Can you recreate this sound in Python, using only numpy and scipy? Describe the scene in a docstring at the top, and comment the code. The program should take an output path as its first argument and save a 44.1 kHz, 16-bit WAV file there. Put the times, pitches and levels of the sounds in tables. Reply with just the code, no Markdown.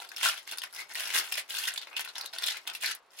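"""A small, soft bedroom: two hands tug and tear open a thin plastic mailer bag on a bed,
close to a stereo microphone. Each pull lets through a swarm of tiny random buckles, and single
folds snap as bursts ringing their patch of film. Sliding fingers are resonant noise with a gliding
pitch, bumps are short low tones. Changing echoes of noise answer briefly over a faint steady hiss."""
import sys
import numpy as np
from scipy import signal
from scipy.fft import rfft, irfft
from scipy.io import wavfile

SR = 44100
rng = np.random.default_rng(int(sys.argv[2]) if len(sys.argv) > 2 else 0)


def transcribe(u):
    """Save the signal u as a 16-bit wav file named by the first command-line argument.

    u: samples, shape (n,) or (channels, n), limited to [-1, 1]; the rate is SR.
    q: integer samples, one column per channel.
    """
    v = np.clip(np.atleast_2d(u).T, -1, 1)
    q = np.round(v * 32767).astype(np.int16)
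    wavfile.write(sys.argv[1], SR, q)


N = 141120
TAPS = 2048  # filter length
HZ = np.fft.rfftfreq(TAPS, 1 / SR) + 1  # filter frequencies, kept above zero

# pulls on the film, levels ahead of CRINKLE_DB
# [start t/s, length t/s, start level/dB, end level/dB, body/dB, treble/dB, ring of the taut patch f/Hz]
PULLS = [(0.0, 0.066, -43, -49.5, 17.5, 2.5, 3240), (0.098, 0.077, -54, -54, 12, -3, 3950),
         (.162, 0.067, -44, -38, 1, 2, 3420), (0.225, 0.028, -27.5, -24, 5.5, 4, 3000),
         (0.261, 0.03, -24, -29.5, 1.5, 2.5, 1420), (0.296, 0.11, -36, -48.5, 0, 0, 2800),
         (0.468, 0.029, -49, -41.5, -3, -2, 3130), (.512, 0.027, -36.5, -47.5, 8.5, -1, 4430),
         (0.628, 0.032, -40.5, -50, 11.5, -1, 1950), (0.732, 0.087, -44.5, -44, 9, 4.5, 5400),
         (0.89, 0.096, -44, -61.5, 12.5, -0.5, 2020), (0.945, 0.21, -35, -40, 6, 3.5, 2740),
         (1.136, 0.061, -26, -27, 3.5, 4, 1950), (1.202, 0.1, -48, -41, 7, 6, 2900),
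         (1.315, 0.053, -33, -44.5, -20, -0.5, 2850), (1.371, 0.039, -28.5, -43.5, -3, 5.5, 2640),
         (1.488, 0.17, -38.5, -35.5, 3, 7, 3180), (1.672, 0.028, -25, -40, -4.5, 0.5, 1640),
         (1.706, 0.12, -46.5, -51, 3.5, -5, 3870), (1.866, 0.093, -49, -52.5, 16.5, -11, 2550),
         (1.968, 0.044, -39, -35, 0, -3, 3100), (2.043, 0.062, -45, -48.5, 7.5, -8, 3680),
         (2.147, 0.14, -45, -50.5, 13, -8.5, 4530), (2.327, 0.14, -48.5, -38.5, 8, -6, 3880),
         (2.463, 0.049, -29, -36.5, -9.5, -1.5, 3660), (2.507, 0.067, -41, -41.5, 3.5, -10, 2670),
         (2.649, 0.064, -55.5, -43, 15, -18, 3050), (2.73, 0.028, -44.5, -40.5, -5, 8, 2380),
         (2.801, 0.026, -43.5, -35, -2, 6, 2770), (2.831, 0.086, -32.5, -35, -7.5, -5.5, 1750),
         (3.165, 0.026, -56, -38.5, -12, 4.5, 3160)]
# colour of the crinkling film [f/Hz, relative level/dB]
FILM_COLOUR = [(60, -49), (150, -31), (260, -29.5), (390, -15), (490, -18), (680, -7), (950, -8),
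               (1170, -8), (1650, -3), (3300, -2), (5300, -3), (7400, -10), (10500, -5.5), (16000, -15.5)]

HISS_DB, HISS_LIKENESS = -64, 0.71  # likeness of left and right
SAME_BELOW_HZ, ROOM_SAME_BELOW_HZ = 2980, 970  # the channels grow alike below these
BOUNCE_S, BOUNCE_DB = 0.004, -1.5  # scatter off hands and bag
PATH_S = 0.06  # spacing between changes of echo path
THUMP_S = 0.002  # time to a thump's envelope peak
SLIDE_WIDTH_HZ = 370  # bandwidth of each of the two resonant poles
BODY_HZ, TREBLE_HZ, RING_OCTAVES = 1570, 6400, 0.25  # shelf corners, half-width of a ring
GENTLE_DB, DOUBLING_DB = -40, 11  # creases come twice as fast for every DOUBLING_DB of a harder pull
CREASES_PER_S, CREASE_SPREAD_DB, CREASE_S = 900, 3.5, 0.00026  # the rate in a pull of GENTLE_DB
CREASE_LOW_HZ, CREASE_HIGH_HZ, CREASE_RING_DB, CREASE_PAN_DB = 1395, 8740, 12.5, 2
PATCH_S, PATCH_DB = 0.014, 3.5  # each patch of film is busy in short spells
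ATTACK_S, RELEASE_S, PULL_RING_DB = 0.001, 0.0088, 6.5  # of a pull
CRINKLE_DB, SNAP_DB = -3.5, -2  # trims of the two layers
IDLE_DB = -63  # faint ticking of the film beneath the pulls
REST_S, REST_DB = (2.99, 3.105), -15  # the hands hold almost still: the ticking drops
SNAP_S, SNAP_LEVEL_S, SNAP_RING_DB = 0.0005, 0.0011, 13.5  # a snap's level is its rms over SNAP_LEVEL_S
LEAD_S, LEAD_DB, LEAD_SPAN_S = 0.0028, -11, 0.008  # small slips crowd around the moment a fold gives
EDGE_HZ = 16100  # top of the recorder's band


def amp(db):
    """Decibels to gain."""
    return 10 ** (np.asarray(db) / 20)


def unit(x):
    """Scales to a mean energy per channel of one."""
    return x / np.sqrt(np.mean(np.sum(x ** 2, -1)) + 1e-20)


def read(points, hz):
    """Reads a table on a log-frequency axis."""
    f, value = np.transpose(points)
    return np.interp(np.log(hz + 1), np.log(f), value)


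def add(mix, s, sound):
    """Mixes a sound into a stereo mix at a time in seconds."""
    part = mix[:, max(0, round(s * SR)):][:, :sound.shape[1]]
    part += sound[:, :part.shape[1]]


def colour(x, db):
    """Filters causally, at minimum phase, with the given gain at the frequencies HZ."""
    log_gain = np.log(amp(np.r_[db, db[-2:0:-1]]))
    response = np.exp(np.conj(signal.hilbert(log_gain)))
    taps = np.fft.ifft(response).real
    return signal.fftconvolve(x, taps[None], axes=1)


def blend(a, b, same):
    """Stereo pair of spectra sharing the fraction same, with the power of each side kept."""
    return np.array([a, same * a + np.sqrt(1 - same ** 2) * b])


def pair(x, corner_hz):
    """Makes two unrelated channels alike below a corner."""
    a, b = rfft(x)
    size = x.shape[1]
    same = 1 / (1 + (np.fft.rfftfreq(size, 1 / SR) / corner_hz) ** 2)
    return irfft(blend(a, b, same), size)


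def pan(db):
    """Channel gains for a left-right difference."""
    return amp([[db / 2], [-db / 2]])


def film(body_db, treble_db):
    """The film's colour with shelves for its body and treble."""
    body = body_db / (1 + (HZ / BODY_HZ) ** 4)
    treble = treble_db / (1 + (TREBLE_HZ / HZ) ** 4)
    return read(FILM_COLOUR, HZ) + body + treble


def ring(hz):
    """A bump of height one around the resonance of one patch of film."""
    return 1 / (1 + (np.log2(HZ / hz) / RING_OCTAVES) ** 2)


def crack(decay_s):
    """One buckle: a noise burst that rises at once and dies within a few milliseconds."""
    u = np.arange(TAPS // 8) / SR / decay_s
    noise = pair(rng.choice([-1., 1.], (2, len(u))), SAME_BELOW_HZ)
    return noise * u * np.exp(1 - u)


def hiss():
    """Steady background of the quiet room: coloured noise, partly shared between the channels."""
    # hiss density [f/Hz, relative level/dB per Hz]
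    hiss_colour = [(20, -25), (48, -7.5), (62, -23), (150, -16.5), (400, -0.5), (1100, 4.5), (1800, -5.5),
                   (4600, -12), (16000, -56)]
    gain = amp(read(hiss_colour, np.fft.rfftfreq(N, 1 / SR)))
    a, b = rfft(rng.standard_normal((2, N))) * gain
    noise = irfft(blend(a, b, HISS_LIKENESS), N)
    return amp(HISS_DB) * np.sqrt(N) * unit(noise)


def echoes():
    """Quick scatter from close by, and a short room tail dying faster in the treble."""
    # room decay [f/Hz, t60/s]
    decay_times = [(200, 0.29), (4000, 0.12), (15000, 0.02)]
    # room tail against the direct sound [f/Hz, level/dB]
    tail_levels = [(200, -6), (2500, -8.5), (8000, -4.5), (15000, 1.5)]
    t = np.arange(SR // 3) / SR
    near, far = (pair(rng.standard_normal((2, len(t))), ROOM_SAME_BELOW_HZ) for _ in range(2))
    scatter = unit(near * (t > 0.001) * np.exp(-t / BOUNCE_S))
    hz, times, z = signal.stft(far, SR, nperseg=256)
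    decay = amp(-60 * times / read(decay_times, hz)[:, None])
    decay = decay / np.linalg.norm(decay, axis=1, keepdims=True)  # equal energy in every band
    tail = signal.istft(z * decay, SR)[1][:, :len(t)]
    tail = tail * np.minimum(t / 0.013, 1)  # the tail builds up over 13 ms
    return colour(unit(tail), read(tail_levels, HZ))[:, :len(t)] + amp(BOUNCE_DB) * scatter


def bedroom(x, count=6):
    """Direct sound plus echoes whose paths crossfade, one every PATH_S, as the film turns."""
    out = x
    for k in range(count):
        turn = (np.arange(N) / SR / PATH_S - k) % count
        fade = np.sin(np.pi / 2 * np.minimum(turn, 2))  # in and out again over two steps
        out = out + signal.oaconvolve(x * fade, echoes(), axes=1)[:, :N]
    return out


def thumps():
    """Fingers bump the bag, which answers with a soft, low tone that dies at once."""
    # bumps [t/s, envelope peak level/dB, pitch f/Hz]
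    bumps = [(2.729, -68, 170), (2.839, -79, 62), (2.845, -59, 353), (2.889, -53.5, 385)]
    out, t = np.zeros((2, N)), np.arange(TAPS) / SR
    envelope = t / THUMP_S * np.exp(1 - t / THUMP_S)
    for s, db, hz in bumps:
        tone = envelope * np.sin(2 * np.pi * hz * t)
        add(out, s, amp(db) * tone[None])
    return out


def slides():
    """Fingertip friction excites a patch whose resonance moves with the stretch; it swells and fades."""
    # strokes on the film [start t/s, length t/s, level/dB, start f/Hz, end f/Hz]
    strokes = [(0.746, 0.091, -49, 2050, 2280), (0.883, 0.052, -56, 2170, 1960),
               (1.902, 0.077, -53.5, 2180, 3080)]
    out = np.zeros((2, N))
    r = np.exp(-np.pi * SLIDE_WIDTH_HZ / SR)  # pole radius
    for start, length, db, start_hz, end_hz in strokes:
        u = np.arange(0, 1, 1 / (length * SR))
        hz = start_hz + (end_hz - start_hz) * u ** 2
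        turn = np.exp(2j * np.pi * np.cumsum(hz) / SR)
        friction = pair(rng.standard_normal((2, SR)), SAME_BELOW_HZ)[:, :len(u)]
        # shift the moving pitch to zero, filter there, and shift back
        resonance = (turn * signal.lfilter([1], np.poly([r, r]), friction / turn)).real
        rub = resonance * np.sqrt(u * np.sin(np.pi * u))
        add(out, start, amp(db) * np.sqrt(len(u)) * unit(rub))
    return out


def creases(count=28):
    """Tiny buckles, sparse in a gentle pull and crowded in a hard one, from patches busy in spells."""
    out, t, rate = np.zeros((2, N)), np.arange(N) / SR, np.full(N, CREASES_PER_S * 1.)
    for start, length, start_db, end_db, *_ in PULLS:
        db = np.interp(t, [start, start + length], [start_db, end_db])
        pulled_rate = CREASES_PER_S * 2 ** ((db - GENTLE_DB) / DOUBLING_DB)
        rate = np.where((t >= start) & (t < start + length), pulled_rate, rate)
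    for hz in np.geomspace(CREASE_LOW_HZ, CREASE_HIGH_HZ, count):
        grain = unit(colour(crack(CREASE_S), CREASE_RING_DB * ring(hz)))
        grain = grain * pan(CREASE_PAN_DB * rng.standard_normal())
        busy = np.interp(t / PATCH_S, np.arange(TAPS), rng.uniform(-2.1, 1.95, TAPS))
        size_db = CREASE_SPREAD_DB * np.minimum(rng.exponential(1, N), 3) + PATCH_DB * busy
        size = amp(size_db) * rng.choice([-1, 1], N)
        strikes = rng.random(N) < rate / count / SR
        train = size * strikes * np.sqrt(CREASES_PER_S / rate)  # crowding leaves the power even
        out += signal.oaconvolve(train[None], grain, axes=1)[:, :N]
    return out


def crinkle():
    """Each pull lets the swarm through, coloured by the patch held taut, as the strain grows or eases."""
    swarm, out = creases(), np.zeros((2, N))
    t = np.arange(SR // 4) / SR
    for start, length, start_db, end_db, body_db, treble_db, hz in PULLS:
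        envelope = np.minimum(t / ATTACK_S, 1) * np.exp(-np.maximum(t - length, 0) / RELEASE_S)
        envelope = envelope * amp(np.interp(t, [0, length], [start_db, end_db]))
        part = np.roll(swarm, -round(start * SR), axis=1)[:, :len(t)]
        part = colour(part * envelope, film(body_db, treble_db) + PULL_RING_DB * ring(hz))
        add(out, start, unit(part) * np.linalg.norm(envelope))
    now = np.arange(N) / SR
    resting = (now > REST_S[0]) & (now < REST_S[1])
    ticking = np.sqrt(N) * unit(colour(swarm, read(FILM_COLOUR, HZ))[:, :N])
    return amp(CRINKLE_DB) * out + amp(IDLE_DB + REST_DB * resting) * ticking


def snaps():
    """Larger folds flip over: a flurry of slips around one crack, ringing their own patch of film."""
    # folds giving way, levels ahead of SNAP_DB [t/s, level/dB, ring f/Hz, treble/dB]
    folds = [(0.0217, -38, 2530, 8), (0.0897, -37.5, 4500, 8), (0.1169, -34, 1440, -6),
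             (0.1636, -28.5, 5200, 10), (0.1813, -32, 2700, 5), (0.211, -27, 2370, -10),
             (0.2575, -16.5, 1480, -3), (0.3778, -31.5, 3370, -1), (0.4756, -32.5, 2050, -0.5),
             (0.513, -29, 3800, 9), (0.523, -31, 2660, 10), (0.5733, -33, 9700, -6), (0.584, -25, 4160, 10),
             (0.6183, -27, 2940, -1), (0.6365, -26, 2090, -1), (0.7272, -39, 11000, 0),
             (0.748, -34.5, 5460, 10), (0.7912, -35, 2130, -6), (0.8, -35, 2280, -15),
             (0.937, -36.5, 2100, 19), (0.954, -25.5, 2000, 1), (1.0052, -26, 2050, 6),
             (1.077, -30, 2690, 13), (1.093, -34, 2100, -10), (1.1031, -26.5, 1980, 1),
             (1.186, -21.5, 1810, 14), (1.1978, -25.5, 4500, 18), (1.3232, -20.5, 2600, 9),
             (1.3542, -26.5, 2350, 1), (1.38, -25, 1920, -9), (1.4932, -41, 3200, 6), (1.506, -26, 3200, 1),
             (1.5496, -26.5, 3350, 1), (1.5863, -22.5, 4670, 8), (1.6392, -25, 2780, 6),
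             (1.6855, -23, 2600, 7), (1.7384, -31, 7600, 14), (1.7606, -30, 2760, -2),
             (1.7771, -22.5, 3600, 3), (1.8152, -33, 4000, -9), (1.832, -35.5, 3480, -26),
             (1.9659, -21.5, 2900, -6.5), (1.994, -25, 2130, -1), (2.0075, -27.5, 2180, 21),
             (2.0484, -30, 2530, 8), (2.077, -37.5, 4220, -10), (2.155, -30.5, 3700, -4),
             (2.163, -30.5, 3370, -22), (2.1818, -26.5, 5030, 0), (2.2114, -26, 4530, 5),
             (2.2595, -28.5, 3900, 7.5), (2.3349, -30.5, 4100, 0.5), (2.385, -24.5, 4000, 6.5),
             (2.423, -29.5, 1540, 3), (2.434, -25.5, 4000, -12), (2.439, -20, 3470, 3),
             (2.4621, -25, 3400, 23), (2.4827, -21.5, 3450, 3), (2.5704, -31, 2440, 1),
             (2.6742, -24.5, 3000, 2.5), (2.678, -27, 2950, 0), (2.699, -29, 3660, -3),
             (2.7505, -28.5, 2800, -4), (2.8355, -24, 1670, -4), (2.8436, -21, 2200, -5),
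             (2.8596, -21.5, 4270, 9.5), (2.9113, -26.5, 1750, -4), (2.9496, -34.5, 1590, 22)]
    out, t = np.zeros((2, N)), np.arange(TAPS // 2) / SR - LEAD_SPAN_S  # the fold gives at t = 0
    for s, db, hz, treble_db in folds:
        slips = rng.standard_normal((2, len(t))) * rng.exponential(0.47, len(t))
        push = pair(slips, SAME_BELOW_HZ) * amp(LEAD_DB) * np.exp(-abs(t) / LEAD_S)
        add(push, LEAD_SPAN_S, crack(SNAP_S))
        snap = colour(push, film(0, treble_db) + SNAP_RING_DB * ring(hz))
        add(out, s - LEAD_SPAN_S, unit(snap) * np.sqrt(SNAP_LEVEL_S * SR) * amp(db))
    return amp(SNAP_DB) * out


def scene():
    """The bag in the room, leaning left through the middle of its range, over the hiss."""
    # balance of the bag [f/Hz, left over right level/dB]
    balance = [(150, -1.5), (900, 5), (2800, 2), (5600, 1.5), (11000, -1), (14000, -5.5)]
    bag = bedroom(crinkle() + snaps() + slides() + thumps())
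    lean = read(balance, HZ) / 2
    left, right = colour(bag[:1], lean), colour(bag[1:], -lean)
    return np.vstack([left, right])[:, :N] + hiss()


def record(dry):
    """The recorder's band limit: a linear-phase low-pass at EDGE_HZ."""
    taps = signal.firwin(401, EDGE_HZ, window=("kaiser", 9), fs=SR)
    return signal.oaconvolve(dry, taps[None], "same")


dry = scene()
out = record(dry)
transcribe(out)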